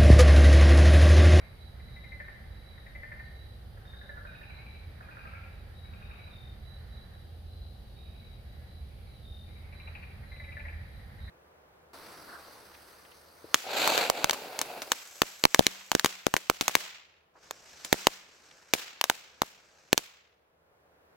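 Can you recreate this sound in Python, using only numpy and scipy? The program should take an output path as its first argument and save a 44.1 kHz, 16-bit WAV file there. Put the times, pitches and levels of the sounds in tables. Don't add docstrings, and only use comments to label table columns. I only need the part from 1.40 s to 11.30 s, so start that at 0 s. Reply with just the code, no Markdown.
import sys
import numpy as np
from scipy import signal
from scipy.fft import rfft, irfft, next_fast_len
from scipy.io import wavfile

SR = 44100
rng = np.random.default_rng(int(sys.argv[2]) if len(sys.argv) > 2 else 0)


def to_wav(sig):
    pcm = np.clip(np.atleast_2d(sig), -1, 1) * 32767
    pcm = np.round(pcm).astype(np.int16)
    wavfile.write(sys.argv[1], SR, pcm.T)


N = 436570
TIME = np.arange(N) / SR

# (frog, croaks as [t/s, sac f/Hz, level/dB, sac bandwidth/Hz])
FROG_BOUTS = [ ("near", [(.398, 2070, -56, 400), (.481, 2080, -58, 400), (.562, 2046, -47.5, 220),
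              (.639, 2100, -48, 300), (.719, 2070, -40.5, 200), (.801, 1750, -39, 330),
              (.881, 1787, -43.5, 470)]), ("near", [(1.376, 1880, -53.5, 397), (1.463, 1890, -48, 420),
              (1.55, 2046, -41, 170), (1.633, 1763, -40, 328), (1.716, 1770, -40.5, 370),
              (1.795, 1806, -44.5, 448)]), ("low", [(2.372, 1690, -53.5, 450), (2.452, 1670, -53.5, 450),
              (2.532, 1670, -49.5, 352), (2.613, 1700, -46.5, 300), (2.692, 1770, -39.5, 190),
              (2.771, 1490, -43, 397), (2.85, 1496, -42.5, 270), (2.93, 1500, -49, 330),
              (3.013, 1783, -47.5, 250), (3.097, 1450, -51.5, 750), (3.178, 1440, -53, 780),
              (3.257, 1400, -65, 700)]), ("far high", [(2.868, 2463, -55, 200), (2.951, 2523, -52.5, 220),
              (3.031, 2520, -51.5, 302), (3.104, 2310, -50.5, 400), (3.186, 2210, -51.5, 250),
              (3.265, 2345, -52.5, 256), (3.345, 2320, -55, 282)]), ("low", [(3.605, 1470, -46, 550),
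              (3.686, 1456, -45.5, 350), (3.769, 1443, -44.5, 320), (3.852, 1260, -44, 280),
              (3.935, 1350, -44.5, 220), (4.02, 1372, -55, 230)]), ("far high", [(3.625, 2485, -59, 250),
              (3.71, 2487, -52.5, 201), (3.79, 2500, -52, 220), (3.87, 2400, -49.5, 330),
              (3.95, 2220, -50, 330), (4.035, 2420, -53.5, 400)]), ("low", [(4.443, 1160, -56, 780),
              (4.528, 1080, -53, 780), (4.614, 1210, -52.5, 780), (4.699, 1100, -49.5, 780),
              (4.784, 1090, -54, 774), (4.869, 1130, -52.5, 780)]), ("far high", [(4.448, 2230, -60, 200),
              (4.536, 2510, -55, 400), (4.624, 2515, -53, 250), (4.711, 2460, -51.5, 350),
              (4.792, 2250, -53.5, 330), (4.876, 2436, -56.5, 280)]),
              ("near high", [(8.325, 2310, -51.5, 402.6), (8.4, 2345, -48.5, 450), (8.474, 2454, -45, 550),
              (8.551, 2493, -42, 413), (8.626, 2437, -45, 400), (8.702, 2300, -55, 400)]),
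              ("near", [(8.83, 1920, -52, 397), (8.916, 2070, -46.5, 300), (8.999, 2044, -42.5, 270),
              (9.083, 2024, -42.5, 230), (9.168, 1732, -38.5, 272), (9.251, 1927, -41, 420),
              (9.332, 1857, -52, 400)]), ("near high", [(8.96, 2280, -54, 450), (9.04, 2305, -49, 400),
              (9.12, 2330, -45.5, 410), (9.197, 2300, -44, 402), (9.281, 2310, -44, 380)]),
              ("near", [(9.596, 1947, -57, 397), (9.69, 1830, -60, 300), (9.785, 1877, -55, 348),
              (9.878, 1833, -49.5, 350)])]
FROG_VOICES = { "near": (1900, 580, -14.5, -7, 1.8, 4, 0.5, 0.83),
               "low": (1489, 548, -10, -4.5, 1.2, -2.5, 0.5, 1.18),
               "far high": (2320, 787, -9.5, -21, 1.5, 5, 5, 1.27),
               "near high": (2310, 824, -11, -8.5, 1.8, 5.5, -3.5, 1)}
# [t/s, duration/s, mid-bout f/Hz, mid-bout level/dB]
FAR_BOUTS = [(0, .05, 2092, -44.5), (1.12, .2, 2050, -54.5), (4.958, .3, 1885, -57), (5.3, 0.46, 1730, -57),
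             (6.558, 0.29, 2328, -56), (6.798, 0.21, 2166, -61), (7.03, 0.23, 1885, -54),
             (7.4, .25, 2270, -57.5), (8.06, 0.31, 2156, -49.5), (8.37, 0.24, 1945, -49.5),
             (9.451, 0.43, 1857, -52.5)]
# [t/s, level/dB]
CHORUS_ENVELOPE = [(0.0, -60), (0.2, -70), (0.36, -66.5), (2.28, -70), (3.06, -69), (3.39, -67),
                   (3.94, -63), (4.19, -67.5), (4.8, -69.5), (5.16, -70), (5.57, -67), (6.07, -76),
                   (8.13, -74.5), (8.52, -65.5), (9.9, -67)]
# [f/Hz, level/dB per Hz]
CHORUS_SPECTRUM = [(300, -19), (560, -6), (780, -0.5), (980, -3), (1400, 0), (1850, 3.5), (2400, -6),
                   (2900, -31), (5000, -40)]
CRICKET_VOICES = { "deep": (3680, -60, 1, 0.24), "low right": (3815, -63, -4, 0.21),
                  "near left": (3890, -61.5, 7.5, 0.23), "far left": (3824.5, -66.5, 13, .2),
                  "busy right": (3935, -62, -4, 0.17), "high ahead": (4010, -63, 1.5, 0.18),
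                  "far ahead": (3935, -67.5, 2, 0.18), "thin": (4245, -72, 0, 0.14),
                  "thinnest": (4470, -71.5, 0, 0.17)}
CHIRP_TIMES = { "deep": [2.45, 4.885, 7.825], "low right": [2.85, 6.54, 9.79], "near left": [.49, 2.56,
               4.34, 6.75, 8.9], "far left": [1.35, 4.6, 8.04], "far ahead": [0, .82, 1.1, 1.78, 2.04, 3.3,
               4.1, 5.2, 5.7, 6.22, 7.05, 7.67, 8.42, 9.08, 9.5], "busy right": [.18, .39, 1.24, 1.94, 3.05,
               4.77, 5.25, 5.5, 8.34], "high ahead": [.6, 3.17, 3.26, 5.5, 6.06, 6.19, 7.26, 8.32, 8.85,
               9.78], "thin": [.48, 3.12, 5.38, 7.65], "thinnest": [.14, 1.77, 3.78, 6.45, 8.5]}
# [f/Hz, level/dB]
TRILL_VOICES = [(3890, -75), (3960, -78), (4520, -89)]
# [t/s, level/dB]
KATYDID_ENVELOPE = [(0, -78.5), (7, -79.5), (7.6, -76), (9.9, -77.5)]
# [f/Hz, level/dB per Hz]
KATYDID_SPECTRUM = [(7500, -57), (9000, -2), (10500, 4.5), (11800, -5), (14000, -47)]
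# [t/s, level/dB]
TRAFFIC_ENVELOPE = [(0.1, -48.5), (0.37, -48), (0.48, -43), (0.7, -47.5), (4.44, -47.5), (4.53, -44),
                    (4.77, -48), (5.5, -46), (5.99, -50), (6.02, -47.5), (9.82, -46.5), (9.85, -45)]
# [f/Hz, level/dB per Hz]
RUMBLE_SPECTRUM = [(15, -20), (30, -14), (45, -0.5), (53, -2), (66, 3), (82, -2.5), (100, -6), (122, -5.5),
                   (150, -13.5), (220, -16.5), (270, -31), (500, -60)]
# [f/Hz, level/dB per Hz]
WOOD_AIR_SPECTRUM = [(120, -2.5), (260, -2), (330, -0.5), (420, 0), (560, 1.5), (660, -2), (790, 0),
                     (950, -12.5), (1400, -11.5), (2200, -26), (3000, -13), (4800, -13), (5600, -28.5),
                     (7200, -35.5)]
# [f/Hz, level/dB per Hz]
HISS_SPECTRUM = [(3000, 7), (6200, -2), (7200, -8), (8300, -6), (8900, 2.5), (10400, -3), (12000, 2.5),
                 (15500, 0.5)]
# [f/Hz, coefficient]
EAR_CORRELATION = [(60, 0.95), (125, 0.91), (250, 0.82), (500, 0.31), (1000, 0.036), (3000, 0.048),
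                   (10000, 0.052)]

CROAKS_PER_S = 12.2
PITCH_SCATTER = 0.018
FAR_SWELL_DB, FAR_PITCH_DROP = 5, .05
TAUT_HOLD = 0.29
RING_SETTLE, RING_RASP_DB = .2, -6.5
EAR_LAG_S = .00044
STROKES_PER_S = 44
ENGINE_HZ = 82.1
CUTOFF_HZ = 15350


def frogs():
    direct, scattered = np.zeros((2, N)), np.zeros((2, N))
    for name, croaks in FROG_BOUTS:
        throat_hz, body_hz, body_db, rasp_db, fade, pan_db, echo_db, ring_share = FROG_VOICES[name]
        for s, hz, level_db, width_hz in croaks:
            voice = croak(hz, width_hz, throat_hz, body_hz, body_db, rasp_db, fade)
            left, right = panned(from_db(level_db) * voice, pan_db)
            add(direct[0], s, left)
            add(direct[1], s + EAR_LAG_S, right)
            ring_hz = hz + RING_SETTLE * (throat_hz - hz)
            ring_rasp_db = rasp_db + RING_RASP_DB
            ring = croak(ring_hz, ring_share * width_hz, throat_hz, body_hz, body_db, ring_rasp_db, fade)
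            add(scattered, s, panned(from_db(level_db + echo_db) * ring, 0.23 * pan_db))
    add_far_bouts(scattered)
    return direct + forest(scattered, t60=0.92, build_s=.014) + distant_chorus()


def croak(hz, width_hz, throat_hz, body_hz, body_db, rasp_db, fade,
          snap_gap_s=.00345, top_ratio=1.34, count=10):
    size, k = SR // 16, np.arange(count)
    harshness = np.clip(width_hz / 400, .1, 2)

    gap = np.round(snap_gap_s * hz) / hz
    gaps = gap + harshness ** 2 * rng.normal(0, .00013, count)
    at = np.abs((np.cumsum(gaps) - gaps[0]) * SR).astype(int)
    uneven = from_db(rng.normal(0, 1.65, count))
    swell_and_fade = (k + 1.02) * np.exp(-k * harshness ** TAUT_HOLD / fade)
    snaps = np.zeros(size)
    snaps[at] = swell_and_fade * uneven

    sac = resonance(snaps, hz, width_hz)
    sac = resonance(sac, throat_hz, width_hz=600)
    sac = rms_one(resonance(sac, hz, width_hz=1400))
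    body = rms_one(resonance(snaps, body_hz, 110))

    rush_envelope = signal.lfilter([1], [1, -np.exp(-1 / (0.0043 * SR))], snaps)
    rush = rush_envelope * rng.standard_normal(size)
    rasp_band = signal.butter(2, [680, 1750], "band", fs=SR, output="sos")
    rasp = rms_one(signal.sosfilt(rasp_band, rush))

    sound = sac + from_db(body_db) * body + from_db(rasp_db) * harshness ** 2 * rasp
    sound = signal.sosfilt(signal.butter(6, top_ratio * throat_hz, fs=SR, output="sos"), sound)
    return sound / np.sqrt(np.sum(sound ** 2) / (0.0068 * SR))


def add_far_bouts(scattered):
    for s, length, hz, level_db in FAR_BOUTS:
        for start in np.arange(s, s + length, 1 / CROAKS_PER_S):
            progress = (start - s) / length - .5
            pitch = hz * (rng.normal(1, PITCH_SCATTER) - FAR_PITCH_DROP * progress)
            far = croak(pitch, 450, pitch, body_hz=630, body_db=-13, rasp_db=-7.5, fade=1.7)
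            add(scattered, start, from_db(level_db + FAR_SWELL_DB * progress) * far)


def distant_chorus(gain_db=3):
    level_db = gain_db + envelope_db(CHORUS_ENVELOPE) + drift(24)
    return panned(from_db(level_db) * stereo_noise(CHORUS_SPECTRUM), pan_db=-3.5)


def crickets(direct_db=-5.0, echo_db=-1.0):
    near, far = np.zeros((2, N)), np.zeros(N)
    for name, (hz, level_db, pan_db, length) in CRICKET_VOICES.items():
        for s in CHIRP_TIMES[name]:
            add(near, s, panned(from_db(level_db) * chirp(length, hz), pan_db))
    for hz, level_db in TRILL_VOICES:
        add(far, 0, from_db(level_db) * stridulate(N / SR, hz, sweep=0.06))
    far *= from_db(2.7 * drift(3.7))
    echoes = forest(near + far, t60=0.42, build_s=0.002)
    return from_db(direct_db) * near + from_db(echo_db) * echoes


def chirp(length, hz, swell_s=0.0075, release_s=0.045):
    strokes = stridulate(length, hz * rng.normal(1, .003), sweep=.055)
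    t = TIME[:len(strokes)]
    return strokes * (1 - np.exp(-t / swell_s)) * (1 - np.exp(-t[::-1] / release_s))


def stridulate(length, hz, sweep, duty=.62):
    t = TIME[:int(length * SR)]
    strokes = t * STROKES_PER_S * rng.normal(1, 0.012)
    stroke = strokes % 1 / duty
    which = strokes.astype(int)
    force, detune = rng.standard_normal((which[-1] + 1, 2))[which].T
    pitch = hz * (1 - sweep * (stroke ** 4 - .1) + .003 * detune)
    pulse = from_db(1.5 * force) * np.sin(np.pi * np.minimum(stroke, 1))
    return rms_one(pulse * np.sin(2 * np.pi * np.cumsum(pitch) / SR))


def katydid():
    return panned(from_db(envelope_db(KATYDID_ENVELOPE)) * stereo_noise(KATYDID_SPECTRUM), pan_db=-5)


def traffic(rumble_db=0.0, drone_db=-7.0):
    level = from_db(envelope_db(TRAFFIC_ENVELOPE))
    nearing = from_db(np.interp(TIME, [3.0, 8.0], [-2, 2]))
    pitch = ENGINE_HZ + 2.544 * drift(7)
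    note = np.sqrt(2) * np.sin(2 * np.pi * np.cumsum(pitch) / SR)
    note = note * from_db(4.4 * drift(4.6))
    rumble = from_db(rumble_db) * stereo_noise(RUMBLE_SPECTRUM)
    return panned(level * (rumble + from_db(drone_db) * nearing * note), pan_db=-1.5)


def wood_air():
    return panned(from_db(-60.0) * stereo_noise(WOOD_AIR_SPECTRUM), pan_db=-0.4)


def microphone_hiss():
    return panned(from_db(-68.0 + .5 * drift(10)) * stereo_noise(HISS_SPECTRUM), pan_db=2.3)


def forest(x, t60, build_s):
    t = TIME[:SR]
    density = 400 + 15000 * t
    heard = rng.random((2, SR)) < density / SR
    echoes = rng.standard_normal((2, SR)) * heard / np.sqrt(density)
    echoes *= from_db(-60 * t / t60) * (1 - np.exp(-t / build_s))
    echoes /= np.linalg.norm(echoes, axis=1, keepdims=True)
    return signal.fftconvolve(np.atleast_2d(x), echoes, axes=1)[:, :N]


def stereo_noise(spectrum):
    size = next_fast_len(N)
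    log_hz = np.log(np.arange(size // 2 + 1) * SR / size + 1)

    def on_log_axis(table):
        hz, value = np.transpose(table)
        return np.interp(log_hz, np.log(hz), value)

    alike = np.clip(on_log_axis(EAR_CORRELATION), -1, 1)
    mid, side = rfft(rng.standard_normal((2, size))) * from_db(on_log_axis(spectrum))
    ears = np.sqrt(1 + alike) * mid + np.sqrt(1 - alike) * side * [[1], [-1]]
    return rms_one(irfft(ears, size)[:, :N])


def resonance(x, hz, width_hz):
    r = np.exp(-np.pi * width_hz / SR)
    zeros = np.array([1, 0, -1]) * (1 - r * r) / 2
    poles = [1, -2 * r * np.cos(2 * np.pi * hz / SR), r * r]
    return signal.lfilter(zeros, poles, x)


def drift(rate):
    knots = rng.standard_normal(int(rate * N / SR) + 2)
    return np.interp(TIME * rate, np.arange(len(knots)), knots)


def envelope_db(table):
    return np.interp(TIME, *np.transpose(table))


def from_db(db):
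    return 10 ** (np.asarray(db) / 20)


def rms_one(x):
    return x / np.sqrt(np.mean(x ** 2) + 1e-20)


def panned(x, pan_db):
    return x * from_db([[pan_db / 2], [-pan_db / 2]])


def add(track, s, sound):
    at = int(np.clip(s * SR, 0, N - 1))
    track[..., at:at + sound.shape[-1]] += sound[..., :N - at]


def scene():
    return frogs() + crickets() + katydid() + traffic() + wood_air() + microphone_hiss()


def record(dry):
    low_pass = signal.ellip(12, .1, 70, CUTOFF_HZ, fs=SR, output="sos")
    return signal.sosfilt(low_pass, dry)


dry = scene()
out = record(dry)
to_wav(out)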